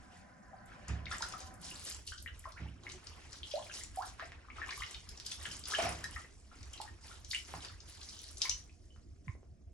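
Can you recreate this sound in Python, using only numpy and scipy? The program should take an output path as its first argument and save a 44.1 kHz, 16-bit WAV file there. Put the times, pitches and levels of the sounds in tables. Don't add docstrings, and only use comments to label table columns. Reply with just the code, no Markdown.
import sys
import numpy as np
from scipy import signal
from scipy.fft import rfft, irfft, next_fast_len
from scipy.io import wavfile
from scipy.ndimage import uniform_filter1d

SR = 44100
rng = np.random.default_rng(int(sys.argv[2]) if len(sys.argv) > 2 else 0)


def to_wav(sig):
    pcm = np.clip(np.atleast_2d(sig), -1, 1) * 32767
    pcm = np.round(pcm).astype(np.int16)
    wavfile.write(sys.argv[1], SR, pcm.T)


N = 429093

# frequency in Hz, level in dB.
RUMBLE_EQ = [(12, -40), (20, -23), (71, 8.5), (93, -5), (149, -14.5), (348, -17), (512, -27.5),
             (700, -25.5), (910, -56), (1540, -120)]
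# time in seconds, level in dB.
RUMBLE_FADER = [(0, -61), (.4, -70.5), (1, -58), (9.73, -58.5)]
# centre in Hz, width in Hz, level in dB.
PIPE_MODES = [(190, 130, 2.5), (514, 5, 5), (599.4, 16, 3), (744, 116, 0.5), (1007, 29, 3.5),
              (1540, 820, -7)]
# time in seconds, level in dB.
PIPE_FADER = [(0, -63), (.8, -60.5), (1.3, -59), (1.75, -62), (2.05, -99)]
# start and hold in seconds, spray and burble levels in dB.
SPLASH_CUES = [(0.124, 0.025, -69.5, -59.5), (0.682, 0.21, -76, -59.5), (0.895, 0.0039, -74, -45),
               (1.113, 0.045, -55, -49), (1.206, 0.12, -58.5, -52), (1.393, 0.039, -59.5, -55.5),
               (1.63, 0.2, -55, -57.5), (1.87, 0.048, -54, -51), (2.078, 0.025, -54.5, -94.5),
               (2.34, 0.17, -69, -63.5), (2.583, 0.058, -77, -54), (2.841, 0.12, -63.5, -57),
               (3.034, 0.24, -67.5, -57), (3.322, 0.01, -56, -57.5), (3.473, 0.19, -58.5, -61.5),
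               (3.744, 0.025, -51, -52.5), (3.947, 0.15, -61.5, -61), (4.198, 0.033, -64.5, -51.5),
               (4.566, 0.12, -67, -49.5), (4.676, 0.16, -57, -71), (4.87, 0.073, -59, -55.5),
               (5.036, 0.33, -69, -64), (5.264, 0.069, -54, -57), (5.406, 0.14, -54.5, -51.5),
               (5.679, 0.046, -49, -47), (5.79, 0.066, -48, -35), (5.988, 0.22, -62.5, -55.5),
               (6.526, 0.19, -71, -61.5), (6.733, 0.14, -67.5, -58.5), (7.046, 0.11, -61, -58.5),
               (7.315, 0.017, -49.5, -71), (7.485, 0.074, -58, -51.5), (7.636, 0.012, -59, -50),
               (7.885, 0.16, -60, -64.5), (8.092, 0.19, -58.5, -90), (8.421, 0.053, -51.5, -51.5),
               (9.257, 0.032, -73.5, -74)]
# time in seconds, hiss and murmur levels in dB.
QUIET_BED = [(0, -71.5, -64.5), (.4, -77, -89), (2.75, -76, -66), (4.4, -76, -61), (6.4, -70.5, -71),
             (8.3, -70, -61), (8.8, -74, -77), (9.73, -86, -81)]
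# frequency in Hz, level in dB.
SPRAY_EQ = [(1470, -15), (2500, -17.5), (2980, -3.5), (3520, -3.5), (5210, 1), (10700, -10), (12000, -42),
            (15600, -53), (22000, -120)]
# frequency in Hz, level in dB.
BURBLE_EQ = [(180, -50.5), (300, 0.5), (535, -3), (1020, 1), (2470, -1), (4500, -13), (5850, -13.5),
             (9900, -120)]
# start in seconds, level in dB, pitch in Hz.
PLINK_CUES = [(0.532, -44.5, 728), (0.719, -47.5, 1520), (1.067, -36, 2080), (1.113, -36, 1320),
              (1.124, -33, 1660), (1.137, -42.5, 1130), (1.15, -37, 1880), (1.337, -37, 1200),
              (1.713, -40.5, 2700), (2.121, -39, 1460), (2.261, -35.5, 1870), (2.276, -39, 2810),
              (2.286, -46.5, 1540), (2.442, -46, 1830), (2.455, -36.5, 1056), (2.471, -51, 614),
              (2.867, -36, 2040), (3.432, -33, 3200), (3.513, -37.5, 3170), (3.557, -38.5, 3930),
              (3.625, -45, 3150), (3.667, -46.5, 2260), (3.697, -43, 1520), (3.714, -41, 2560),
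              (3.811, -44.5, 1950), (4.196, -43, 1200), (4.211, -39.5, 1690), (4.225, -42, 1850),
              (4.224, -43, 652), (4.485, -46.5, 1160), (4.502, -41, 2150), (4.583, -41.5, 1210),
              (4.617, -32.5, 1700), (4.629, -35.5, 1660), (4.688, -41.5, 1080), (4.692, -35, 2320),
              (4.71, -37, 1680), (4.726, -36.5, 2100), (4.777, -44, 1090), (4.808, -39, 1140),
              (4.821, -31.5, 1990), (4.835, -36, 2820), (5.412, -50, 1820), (5.455, -38, 1590),
              (5.673, -50, 1380), (5.721, -35.5, 1200), (5.738, -27, 1620), (5.749, -25.5, 2930),
              (6.041, -33.5, 1710), (6.162, -35.5, 1860), (6.166, -40.5, 1220), (6.246, -47, 1890),
              (6.515, -52.5, 1310), (6.738, -41.5, 3030), (6.877, -47, 1760), (7.113, -48, 1350),
              (7.247, -54, 3150), (7.333, -33, 1940), (7.335, -38, 2270), (7.347, -27, 2770),
              (7.349, -32, 2240), (7.362, -35, 2780), (7.625, -45, 2950), (8.451, -42, 980),
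              (8.455, -34, 2100), (8.512, -34.5, 2820), (8.695, -54.5, 2420)]
# start in seconds, level in dB.
TICK_CUES = [(0.659, -50), (1.54, -44.5), (1.615, -46), (1.703, -40), (1.8503, -35.5), (1.8986, -33.5),
             (2.071, -39.5), (2.225, -38), (2.393, -40), (3.959, -41), (5.091, -42.5), (5.2618, -36.5),
             (5.428, -39), (5.593, -38), (5.684, -32.5), (6.0414, -38.5), (6.814, -36.5), (7.3033, -37),
             (7.897, -44)]
# start in seconds, level in dB, centre in Hz.
SMACK_CUES = [(0.882, -42, 6700), (1.056, -44, 3600), (1.114, -40.5, 3400), (1.222, -32.5, 4930),
              (1.323, -42, 5050), (1.404, -43.5, 6150), (1.9238, -38.5, 6450), (2.075, -39.5, 4320),
              (2.181, -45, 4560), (2.521, -49, 5240), (2.898, -46.5, 3800), (2.919, -43, 5900),
              (3.0696, -41, 4600), (3.3297, -41, 5540), (3.5156, -42, 4670), (3.8356, -36.5, 6670),
              (4.022, -46.5, 4400), (4.7066, -37.5, 4400), (4.91, -42.5, 7300), (4.9448, -39, 3530),
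              (5.0894, -43, 5060), (5.1134, -50, 5200), (5.175, -45.5, 5650), (5.2653, -36, 4770),
              (5.318, -37.5, 3370), (5.4256, -54, 3310), (5.454, -35, 2980), (5.638, -42, 4600),
              (5.655, -37, 4700), (5.7114, -36, 5130), (6.0415, -37, 5060), (6.6296, -46, 5660),
              (6.733, -42.5, 7100), (6.7766, -48, 3960), (6.8147, -41, 4230), (7.2464, -44.5, 5770),
              (7.312, -32.5, 4290), (7.648, -39, 4540), (7.684, -45, 4270), (7.8035, -47.5, 4780),
              (8.014, -45, 4080), (8.0923, -46, 5750), (8.19, -43, 5800), (8.232, -49.5, 5000),
              (8.371, -42, 6000), (8.3811, -40.5, 7200), (8.418, -23.5, 4940), (8.4951, -22, 5700)]
# start in seconds, level in dB, seconds to fall 60 dB, relative thud level in dB.
BUMP_CUES = [(0.884, -25.5, 0.59, -10), (2.599, -31, 0.59, -6.5), (2.86, -53.5, 0.99, 4),
             (5.461, -50.5, 1, 4.5), (5.818, -36.5, 1, -1), (7.529, -38.5, 0.37, -1)]
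# pitch in Hz, level in dB.
TUB_MODES = [(70, 6), (105, 1.5), (160, -2.5)]
# start and length in seconds, first and last pitch in Hz, level and fall in dB.
GLUG_AND_PING_CUES = [(1.208, 0.01, 920, 950, -37.5, 18.5), (1.225, 0.0059, 1320, 1740, -38, 0),
                      (2.561, 0.022, 1362, 2520, -59, -8.5), (3.529, 0.013, 2360, 3370, -57.5, -4),
                      (3.537, 0.062, 579, 1165, -33, 22), (3.972, 0.065, 722, 1813, -37, 14),
                      (5.787, 0.019, 657, 825, -28.5, 16.5), (5.848, 0.02, 669, 816, -35.5, 4.5),
                      (6.801, 0.019, 866, 846, -36.5, 26), (8.904, 0.022, 2996, 3010, -62, 16)]
# start and length in seconds, pitch in Hz, level in dB.
HUM_CUES = [(1.373, .19, 759, -62), (2.803, 0.21, 366, -64)]
# start in seconds, level in dB, centre in Hz.
SLAP_CUES = [(3.74, -27, 6000), (3.755, -33, 6000), (3.787, -31, 6500), (4.197, -31, 1500),
             (4.32, -35.5, 1960), (4.835, -31, 4000), (5.2, -27, 4660), (5.318, -35, 4000),
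             (5.455, -39.5, 2540), (5.561, -50, 3500), (7.539, -30, 850), (8.962, -52, 1280),
             (8.995, -61, 1990), (9.352, -50, 425), (9.431, -52, 403)]
# pitch in Hz, level in dB, seconds to fall 60 dB.
KNOCK_MODES = [(1057, -51, 0.023), (2090, -33, 0.0067)]
# time in seconds, pitch in Hz, level in dB.
THUMP_PATH = [(9.271, 191, -49), (9.286, 149, -46), (9.297, 92, -34.5), (9.324, 89, -66)]
# frequency in Hz, seconds to fall 60 dB, level in dB.
REVERB_BANDS = [(500, 0.4, -6.5), (1020, 0.27, 0.5), (2930, 0.2, 0.5), (6160, 0.28, -1.5), (9900, 0.19, -6)]
# frequency in Hz, left-right likeness from 0 to 1.
STEREO_LIKENESS = [(60, 1), (300, 0.55), (1000, 0.25), (6000, 0.68), (9000, 0.3)]
# frequency in Hz, phase in radians.
LEFT_PHASE = [(1700, 0.5), (3400, 1.52), (7300, 1.23), (8000, -3), (10400, -5.5), (12500, 24),
              (16000, -6.5)]

SIZE_LIMIT = .008


def amp(db):
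    return 10 ** (np.asarray(db) / 20)


def unit_rms(x):
    return x / np.sqrt(np.mean(x ** 2) + 1e-20)


def at_hz(points, hz):
    f, value = np.transpose(points)
    return np.interp(np.log(hz + 1), np.log(f + 1), value)


def fader(rows, column=1):
    columns = np.transpose(rows)
    return np.interp(np.arange(N) / SR, columns[0], columns[column])


def place(mix, start, sound, pan_db):
    part = mix[:, round(start * SR):][:, :len(sound)]
    part += amp([[pan_db / 2], [-pan_db / 2]]) * sound[:part.shape[1]]


def equalise(x, eq):
    size = next_fast_len(x.shape[-1])
    return irfft(rfft(x, size) * amp(at_hz(eq, np.fft.rfftfreq(size, 1 / SR))), size)[..., :N]


def bandpass(x, low_hz, high_hz, order=2):
    return signal.lfilter(*signal.butter(order, [low_hz, high_hz], "band", fs=SR), x)


def noise_bed(eq, patchy_db, frame):
    frames, hz = 4 * N // frame + 8, np.fft.rfftfreq(frame, 1 / SR)
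    a, b, c, d, patches = rng.standard_normal((frames, len(hz), 5)).T
    right, unrelated = a + 1j * b, c + 1j * d
    patches = unit_rms(uniform_filter1d(uniform_filter1d(patches, size=6, axis=0), size=5, axis=1))
    alike = np.clip(at_hz(STEREO_LIKENESS, hz), 0, 1)[:, None]
    lead = np.exp(1j * at_hz(LEFT_PHASE, hz))[:, None]
    spectra = np.array([lead * alike * right + np.sqrt(1 - alike ** 2) * unrelated, right])
    spectra *= amp(at_hz(eq, hz)[:, None] + patchy_db * patches)
    return unit_rms(signal.istft(spectra, nperseg=frame, noverlap=frame * 3 // 4)[1][:, :N])


def house_rumble():
    return noise_bed(RUMBLE_EQ, patchy_db=2.93, frame=2048) * amp(fader(RUMBLE_FADER) + [[-.9], [.9]])


def pipe_rush():
    hz = np.geomspace(60, 6000, 600)
    power = sum(amp(2 * db) / (1 + (2 * (hz - f) / width) ** 2) ** 2 for f, width, db in PIPE_MODES)
    eq = np.transpose([hz, 10 * np.log10(power)])
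    return noise_bed(eq, patchy_db=2.5, frame=2048) * amp(fader(PIPE_FADER))


def splash_level(column, fall_db_per_s, swell_db_per_s=598):
    t = np.arange(0, N, 64) / SR
    power = 0
    for start, hold, *levels in SPLASH_CUES:
        attack_db = swell_db_per_s * np.maximum(start - t, 0)
        release_db = fall_db_per_s * np.maximum(t - start - hold, 0)
        power += amp(2 * (levels[column - 1] - attack_db - release_db))
    return 10 * np.log10(np.interp(np.arange(N) / SR, t, power) + amp(2 * fader(QUIET_BED, column)))


def bubble(hz, cycles, rise):
    turns = np.arange(round(SR * 6 * cycles / hz)) * hz / SR
    envelope = np.exp(-turns / cycles) * (1 - np.exp(-turns / 0.65))
    return envelope * np.sin(2 * np.pi * turns * (1 + rise * turns / cycles))


def tiny_bubbles(low_hz, high_hz, per_s, spread_db, pitches):
    out = np.zeros((2, N))
    for hz in np.geomspace(low_hz, high_hz, pitches):
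        chance, rank, side = rng.random((3, N))
        left = .3 + .4 * side
        pops = (chance < per_s / pitches / SR) * amp(-spread_db * np.log(rank + SIZE_LIMIT))
        ping = bubble(hz, cycles=2.5, rise=0.045)
        out += signal.oaconvolve([pops * left, pops * (1 - left)], ping[None], axes=1)[:, :N]
    return out


def patter(share, per_s=45, fade_s=0.025, spread_db=6.5):
    chance, rank = rng.random((2, N))
    landings = (chance < per_s / SR) * amp(-2 * spread_db * np.log(rank + SIZE_LIMIT))
    power = signal.lfilter([1], [1, -np.exp(-1 / (fade_s * SR))], landings)
    return np.sqrt(1 - share + share * power / uniform_filter1d(power, size=SR // 4))


def spray():
    fizz = tiny_bubbles(2500, 11000, per_s=700, spread_db=5.5, pitches=30)
    fizz = unit_rms(equalise(fizz, SPRAY_EQ))
    crackle = unit_rms(tiny_bubbles(7000, 14000, per_s=200, spread_db=5, pitches=10))
    level_db = splash_level(column=1, fall_db_per_s=128)
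    busy = np.minimum(amp(level_db + 64), 1)
    grains = (fizz + crackle) * amp(level_db - 5) * busy
    hiss = noise_bed(SPRAY_EQ, patchy_db=3.5, frame=256) * patter(.85 * busy)
    lows = signal.filtfilt(*signal.butter(3, 4600, fs=SR), hiss)
    hiss += lows * (amp(0.34 * (level_db + 44)) - 1)
    return grains, hiss * amp(level_db)


def burble():
    gain = amp(splash_level(column=2, fall_db_per_s=117))
    weight = gain / (gain + amp(-37))
    light = noise_bed(BURBLE_EQ, patchy_db=3.5, frame=512)
    heavy = noise_bed(BURBLE_EQ, patchy_db=2.5, frame=256)
    return amp(-6) * gain * (np.sqrt(1 - weight) * light + np.sqrt(weight) * heavy)


def impact(hz, band, fade_s):
    age = np.arange(900) / SR / fade_s
    noise = rng.standard_normal(len(age)) * (age + 0.041) * np.exp(-age)
    burst = bandpass(noise, hz * band[0], hz * band[1], order=3)
    return burst / abs(burst).max()


def plinks():
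    out = np.zeros((2, N))
    for start, db, hz in PLINK_CUES:
        cycles = 4.76 + 0.5 * np.log2(hz / 1e3)
        place(out, start, amp(db) * bubble(hz, cycles, rise=0.024), pan_db=6)
        place(out, start, amp(db - 14) * impact(hz, band=(0.85, 1.4), fade_s=0.003), pan_db=3)
    return out


def ticks():
    out = np.zeros((2, N))
    for start, db in TICK_CUES:
        place(out, start, amp(db) * impact(12500, band=(0.59, 1.07), fade_s=0.0014), pan_db=-0.5)
    return out


def smacks():
    out = np.zeros((2, N))
    for start, db, hz in SMACK_CUES:
        place(out, start, amp(db) * impact(hz, band=(0.67, 1.38), fade_s=0.0013), pan_db=3)
        place(out, start, amp(db - 1) * bubble(hz, cycles=8.8, rise=0.021), pan_db=8.5)
    return out


def tub_bumps():
    out, t = np.zeros((2, N)), np.arange(SR // 2) / SR
    for start, db, t60, thud_db in BUMP_CUES:
        noise = rng.standard_normal(len(t))
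        ring = sum(amp(mode_db) * np.sin(2 * np.pi * hz * t + phase)
                   for (hz, mode_db), phase in zip(TUB_MODES, noise))
        thud = amp(thud_db) * unit_rms(bandpass(noise, 125, 300))
        envelope = amp(db - 14.5 - 60 * t / t60) * (1 - np.exp(-t / 0.016))
        place(out, start, envelope * (ring + thud), pan_db=-4)
    return out


def glide(times, hz, db):
    t = np.arange(times[0], times[-1], 1 / SR)
    tone = np.sin(2 * np.pi * np.cumsum(np.interp(t, times, hz)) / SR)
    return amp(np.interp(t, times, db)) * tone * signal.windows.tukey(len(t), .12)


def glugs_and_pings():
    out, progress = np.zeros((2, N)), np.linspace(0, 1, 12)
    for start, length, first_hz, last_hz, db, fall_db in GLUG_AND_PING_CUES:
        hz = first_hz + (last_hz - first_hz) * progress ** 2.2
        place(out, start, glide(start + length * progress, hz, db - fall_db * progress), pan_db=-3)
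    return out


def hums():
    out = np.zeros((2, N))
    for start, length, hz, db in HUM_CUES:
        band = bandpass(rng.standard_normal(SR), hz - 13, hz + 13)
        hum = unit_rms(band[-round(length * SR):])
        place(out, start, amp(db) * hum * signal.windows.tukey(len(hum), .6), pan_db=0)
    return out


def slaps():
    out = np.zeros((2, N))
    for start, db, hz in SLAP_CUES:
        turns = np.arange(600) * hz / SR
        envelope = np.exp(-turns / 0.98) * np.minimum(turns / 0.15, 1)
        place(out, start, amp(db) * envelope * np.cos(2 * np.pi * turns), pan_db=-1)
    return out


def knock(start=9.281):
    out, t = np.zeros((2, N)), np.arange(6000) / SR
    ring = sum(amp(db - 60 * t / t60) * np.sin(2 * np.pi * hz * t) for hz, db, t60 in KNOCK_MODES)
    place(out, start, ring * (1 - np.exp(-t / 0.0021)), pan_db=25)
    return out


def tub_thump():
    out = np.zeros((2, N))
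    times, hz, db = np.transpose(THUMP_PATH)
    place(out, times[0], glide(times, hz, db), pan_db=-6.5)
    return out


def bathroom(x):
    size = SR // 2
    taps = np.zeros((2, size))
    arrivals = np.arange(120, size - 20, 20) + rng.integers(0, 20, (2, (size - 121) // 20))
    np.put_along_axis(taps, arrivals, rng.choice([-1., 1.], arrivals.shape), 1)
    taps[0] += 0.17 * taps[1]
    taps *= 1 - np.exp(-np.arange(size) / SR / 0.001)
    hz, t, spectra = signal.stft(taps, SR, nperseg=256)
    bands = np.array(REVERB_BANDS)
    t60 = at_hz(bands[:, :2], hz)[:, None]
    tail = signal.istft(spectra * amp(-60 * t / t60), SR, nperseg=256)[1]
    tail /= np.linalg.norm(tail, axis=1, keepdims=True)
    wet = signal.fftconvolve(x.mean(0)[None], tail, axes=1)[:, :N]
    return equalise(wet, bands[:, ::2])


def scene():
    grains, hiss = spray()
    slosh = burble()
    close = grains + plinks() + smacks() + ticks() + glugs_and_pings() + slaps() + knock()
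    lead = np.exp(1j * at_hz(LEFT_PHASE, np.fft.rfftfreq(N, 1 / SR)))
    direct = np.array([irfft(rfft(close[0]) * lead, N), close[1]])
    foreground = direct + bathroom(close) + hiss + slosh
    return foreground + house_rumble() + tub_bumps() + tub_thump() + pipe_rush() + hums()


def record(dry, cutoff_hz=15850):
    dull = equalise(dry, [(7000, 3), (9000, 3), (11500, 0), (13200, -36.5), (15000, -7.5)])
    lowpass = signal.firwin(511, cutoff_hz, window=("kaiser", 9), fs=SR)
    return signal.oaconvolve(dull, lowpass[None], "same")


dry = scene()
out = record(dry)
to_wav(out)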